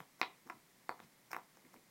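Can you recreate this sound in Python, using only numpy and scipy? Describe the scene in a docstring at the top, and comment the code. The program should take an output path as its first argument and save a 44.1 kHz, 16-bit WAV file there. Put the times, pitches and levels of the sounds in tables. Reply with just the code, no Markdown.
"""Wooden puzzle pieces knock and slide as a child moves them on a thin board lying on a play mat.
Each knock rings the damped board and the piece itself, with a ping and a dry tick from its edge.
Between knocks the pieces scuff and rub, and hand and board bump softly on the mat.
A small quiet room adds a few early echoes and a short tail, over low room noise and microphone hiss."""
import sys
import numpy as np
from scipy import signal
from scipy.fft import rfft, irfft
from scipy.io import wavfile

SR = 44100
rng = np.random.default_rng(int(sys.argv[2]) if len(sys.argv) > 2 else 0)


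def persist_wave(psi):
    """Save psi, clipped to +-1, as 16-bit WAV."""
    counts = np.round(np.clip(psi, -1, 1) * 32767).astype(np.int16)
    wavfile.write(sys.argv[1], SR, np.atleast_2d(counts).T)


N = 83790

# EQ of the room noise and hiss: frequency_hz, gain_db
ROOM_TONE_EQ = [(25, -9), (50, -24), (80, -13), (125, -1), (185, 2), (360, -5), (600, -7.5), (1000, -7),
                (1500, -10.5), (2100, -5.5), (2600, -13.5), (5000, -13.5), (12000, -16), (15500, -16.5)]
# Modes of the board: pitch_hz, gain_db, t60_s
BOARD_MODES = [(286, -20, 0.04), (357, -13.5, 0.021), (770, -3, 0.032), (960, -25, 0.071), (1065, 3, 0.07),
               (1148, -1, 0.021), (1430, -2.5, 0.0074), (1760, -2.5, 0.019), (2104, 2, 0.0087),
               (2470, -1, 0.0087), (3830, -7, 0.0036), (4700, -14, 0.012), (5200, -7, .005)]
# Bands where the board's two faces cancel and it hardly radiates: centre_hz, width_hz
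BOARD_NOTCHES = [(590, 109), (3350, 300)]
# Piece hits: start_s, level_db, contact_cutoff_hz, piece_pitch_hz, piece_db, edge_pitch_hz, edge_db,
# tick_db. A higher cutoff is a harder hit; edge and tick levels are relative to the knock's body.
KNOCK_CUES = [(.0035, -35.5, 1970, 740, 0.5, 3120, -15.5, -13.5),
              (.2149, -15, 3830, 2046, 3, 4220, -21.5, -21.5),
              (0.2303, -23.5, 2400, 2107, -48, 3330, -11, -45),
              (0.4742, -49, 1290, 1090, 5, 5460, -34, -21), (.4895, -50, 1180, 960, 12, 5460, -26, -20),
              (.4990, -31.5, 2180, 1080, -50, 5500, -21, -14),
              (.5019, -30.5, 1530, 1060, -42, 5500, -22.5, -28),
              (.8930, -22, 1940, 770, 5.5, 4430, -17.5, -20), (.9935, -48, 1810, 1350, 25, 4000, -28, -24),
              (1.0018, -39, 2470, 588.6, 6, 3520, -12.5, -17),
              (1.3075, -54, 2000, 890, -19, 5550, -23, -30), (1.3157, -41, 1890, 1244, -32, 5400, 0.5, -3),
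              (1.3317, -27, 2500, 1130, 3, 5450, -41, -13),
              (1.3342, -33, 2720, 2580, 1.5, 5400, -44, -17.5),
              (1.3462, -29.5, 2130, 1670, -30, 5540, -28, -35),
              (1.3651, -27.5, 1700, 860, 0, 5400, -20.5, -12), (1.5715, -49, 2600, 444, 30, 6400, -9, -12),
              (1.6495, -56, 2400, 2030, 10, 5560, -10, -15),
              (1.6533, -58.5, 2570, 1950, 17, 5500, -16, -24),
              (1.6662, -61, 2550, 2140, 17, 5650, -20, -20), (1.7418, -45.5, 1850, 790, 19, 5800, -32, -6),
              (1.7465, -83, 1230, 517, 7, 5570, -18, -20), (1.7638, -54, 3220, 2230, 18, 5500, -29, -20)]
# Bumps on the mat: middle_s, half_length_s, level_db, pitch_hz
BUMP_CUES = [(.006, 0.009, -57.5, 170), (0.465, 0.0044, -59.5, 292), (0.559, 0.015, -62.5, 171),
             (0.904, 0.0068, -69, 111), (1.03, 0.033, -67, 156), (1.657, 0.011, -65, 284),
             (1.759, 0.023, -63.5, 313)]
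# Reflections off near surfaces: delay_s, gain_db
EARLY_ECHOES = [(.0086, -18), (0.0118, -18.5), (0.0163, -27.5), (0.0219, -18), (0.031, -21)]
# Diffuse tail of the room: frequency_hz, gain_db, t60_s
ROOM_TAIL = [(150, -13, .35), (387, -4.5, 0.24), (970, -7, 0.19), (1940, -21.5, 0.4), (3800, -1.5, 0.17),
             (5370, -12.5, 0.15), (14600, -5, 0.1)]
# Scuffs of a sliding piece: middle_s, half_length_s, level_db
SCUFF_CUES = [(0.199, 0.0038, -52.5), (0.472, 0.0059, -62), (1.008, 0.0026, -73), (1.311, 0.0026, -55),
              (1.3161, .0016, -49), (1.33, 0.015, -56), (1.34, 0.005, -81), (1.545, .004, -95),
              (1.572, 0.0043, -66), (1.737, .003, -60)]
# EQ of the scuffs: frequency_hz, gain_db
SCUFF_EQ = [(200, -2), (1000, 9.5), (2200, 0), (3800, -29), (5500, 0.5), (8000, -15), (11000, -9.5),
            (14000, -10)]
# Light rubs that stir the board: middle_s, half_length_s, level_db
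RUB_CUES = [(1.044, 0.0092, -65.5), (1.554, 0.0037, -63.5), (1.803, 0.0088, -82)]

PIECE_T60_S, EDGE_T60_S, TICK_DECAY_S = 0.0047, 0.0058, 0.0013
KNOCK_LOW_CUT_HZ, TICK_LOW_CUT_HZ, HANDLING_LOW_CUT_HZ = 216, 5500, 102
BEND_HZ = 2740  # bending waves below this arrive a little behind the treble
TAIL_PREDELAY_S, TAIL_ATTACK_S, ECHO_HIGH_CUT_HZ = 0.0023, 0.0039, 4660
ROOM_TONE_DB, GRIT_SPREAD_DB, MASTER_HIGH_CUT_HZ = -67.5, 14, 15900


def undb(db):
    return 10 ** (np.asarray(db) / 20)


def unit_rms(x):
    return x / np.sqrt(np.mean(x ** 2))


def unit_peak(x):
    return x / np.abs(x).max()


def eq(x, points):
    """Filter by (Hz, dB) points joined on a log-frequency axis."""
    hz, db = np.array(points, float).T
    bins_hz = np.maximum(np.arange(len(x) // 2 + 1) * SR / len(x), 1)
    gain = undb(np.interp(np.log(bins_hz), np.log(hz), db))
    return irfft(rfft(x) * gain, len(x))


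def butter(x, hz, kind, order):
    """Causal low- or high-pass."""
    return signal.sosfilt(signal.butter(order, hz, kind, fs=SR, output="sos"), x)


def mode(hz, t60):
    """A tenth of a second of one damped resonance, gain 1 at its centre."""
    t, rate = np.arange(SR // 10) / SR, np.log(1000) / t60
    return 2 * rate / SR * np.exp(-rate * t) * np.cos(2 * np.pi * hz * t)


def swell(middle_s, half_s):
    """A bell-shaped fade in and out."""
    return np.exp(-.5 * ((np.arange(N) / SR - middle_s) / half_s) ** 2)


def room_tone():
    """A steady bed of low room noise and even microphone hiss."""
    return undb(ROOM_TONE_DB) * unit_rms(eq(rng.standard_normal(N), ROOM_TONE_EQ))


def board_ring():
    """The board's modes after one sharp tap; two all-passes delay the slower, low bending waves."""
    ring = sum(undb(db) * mode(hz, t60) for hz, db, t60 in BOARD_MODES)
    warped = np.tan(np.pi * BEND_HZ / SR)
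    coeff = (warped - 1) / (warped + 1)
    for _ in range(2):
        ring = signal.lfilter([coeff, 1], [1, coeff], ring)
    return ring


def knocks():
    """Board and piece ring together, duller on a soft contact; the edge adds a ping and a dry tick."""
    ring = board_ring()
    t = np.arange(len(ring)) / SR
    track = np.zeros(N + len(ring))
    for start_s, level_db, contact_hz, piece_hz, piece_db, edge_hz, edge_db, tick_db in KNOCK_CUES:
        body = ring + undb(piece_db) * mode(piece_hz, PIECE_T60_S)
        for hz, width_hz in BOARD_NOTCHES:
            body = signal.lfilter(*signal.iirnotch(hz, hz / width_hz, fs=SR), body)
        body = unit_peak(butter(body, contact_hz, "low", order=4))
        ping = unit_peak(butter(mode(edge_hz, EDGE_T60_S), edge_hz, "low", order=2))
        burst = rng.standard_normal(len(t)) * np.exp(-t / TICK_DECAY_S)
        tick = unit_peak(butter(burst, TICK_LOW_CUT_HZ, "high", order=1))
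        i = int(start_s * SR)
        track[i:i + len(t)] += undb(level_db) * (body + undb(edge_db) * ping + undb(tick_db) * tick)
    return butter(track[:N], KNOCK_LOW_CUT_HZ, "high", order=2)  # a small board radiates little bass


def mat_bumps():
    """Hand and board shove the mat: padded thuds of noise through one low resonance."""
    track = np.zeros(N)
    for middle_s, half_s, level_db, hz in BUMP_CUES:
        rumble = signal.fftconvolve(rng.standard_normal(N), mode(hz, t60=0.033))[:N]
        muffled = unit_rms(butter(rumble, 2 * hz, "low", order=2))
        track += undb(level_db) * swell(middle_s, half_s) * muffled
    return track


def small_room(x):
    """Direct sound, dulled echoes off near surfaces and a short diffuse tail in half-octave bands."""
    t = np.arange(SR // 2) / SR
    hz, db, t60 = np.array(ROOM_TAIL, float).T
    bins_hz = np.arange(len(t) // 2 + 1) * SR / len(t)
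    spectrum = rfft(rng.standard_normal(len(t)))
    attack = 1 - np.exp(-np.maximum(t - TAIL_PREDELAY_S, 0) / TAIL_ATTACK_S)
    response = np.zeros(len(t))
    for low_hz in 88 * 2 ** (np.arange(15) / 2):
        high_hz = low_hz * np.sqrt(2)
        log_centre = np.log(low_hz * high_hz) / 2
        gain = undb(np.interp(log_centre, np.log(hz), db))
        decay = np.exp(-np.log(1000) * t / np.interp(log_centre, np.log(hz), t60))
        band = irfft(spectrum * ((bins_hz >= low_hz) & (bins_hz < high_hz)), len(t)) * attack * decay
        response += gain * band * np.sqrt(2 * (high_hz - low_hz) / SR / np.sum(band ** 2))
    echoes = np.zeros(len(t))
    for delay_s, echo_db in EARLY_ECHOES:
        echoes[int(delay_s * SR)] += undb(echo_db)
    response += butter(echoes, ECHO_HIGH_CUT_HZ, "low", order=3)
    response[0] += 1  # direct sound
    return signal.fftconvolve(x, response)[:N]


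def grit():
    """Friction noise: dense, uneven catches of wood on wood."""
    return rng.standard_normal(N) * undb(-GRIT_SPREAD_DB * rng.standard_normal(N))


def scuffs():
    """A piece slides on its edge in short, bright swells of grit."""
    scrape = unit_rms(eq(grit(), SCUFF_EQ))
    return sum(scrape * undb(db) * swell(middle_s, half_s) for middle_s, half_s, db in SCUFF_CUES)


def rubs():
    """Light friction stirs the board's modes for a duller, woody rasp."""
    rasp = unit_rms(signal.fftconvolve(grit(), board_ring())[:N])
    return sum(rasp * undb(db) * swell(middle_s, half_s) for middle_s, half_s, db in RUB_CUES)


def scene():
    """Knocks and handling share the room, over the room tone, in mono."""
    handling = butter(scuffs() + rubs() + mat_bumps(), HANDLING_LOW_CUT_HZ, "high", order=4)
    return (small_room(knocks() + handling) + room_tone())[None]


def record(dry):
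    """A steep high cut takes the very top off the mix."""
    return signal.sosfilt(signal.ellip(10, .2, 70, MASTER_HIGH_CUT_HZ, fs=SR, output="sos"), dry)


dry = scene()
out = record(dry)
persist_wave(out)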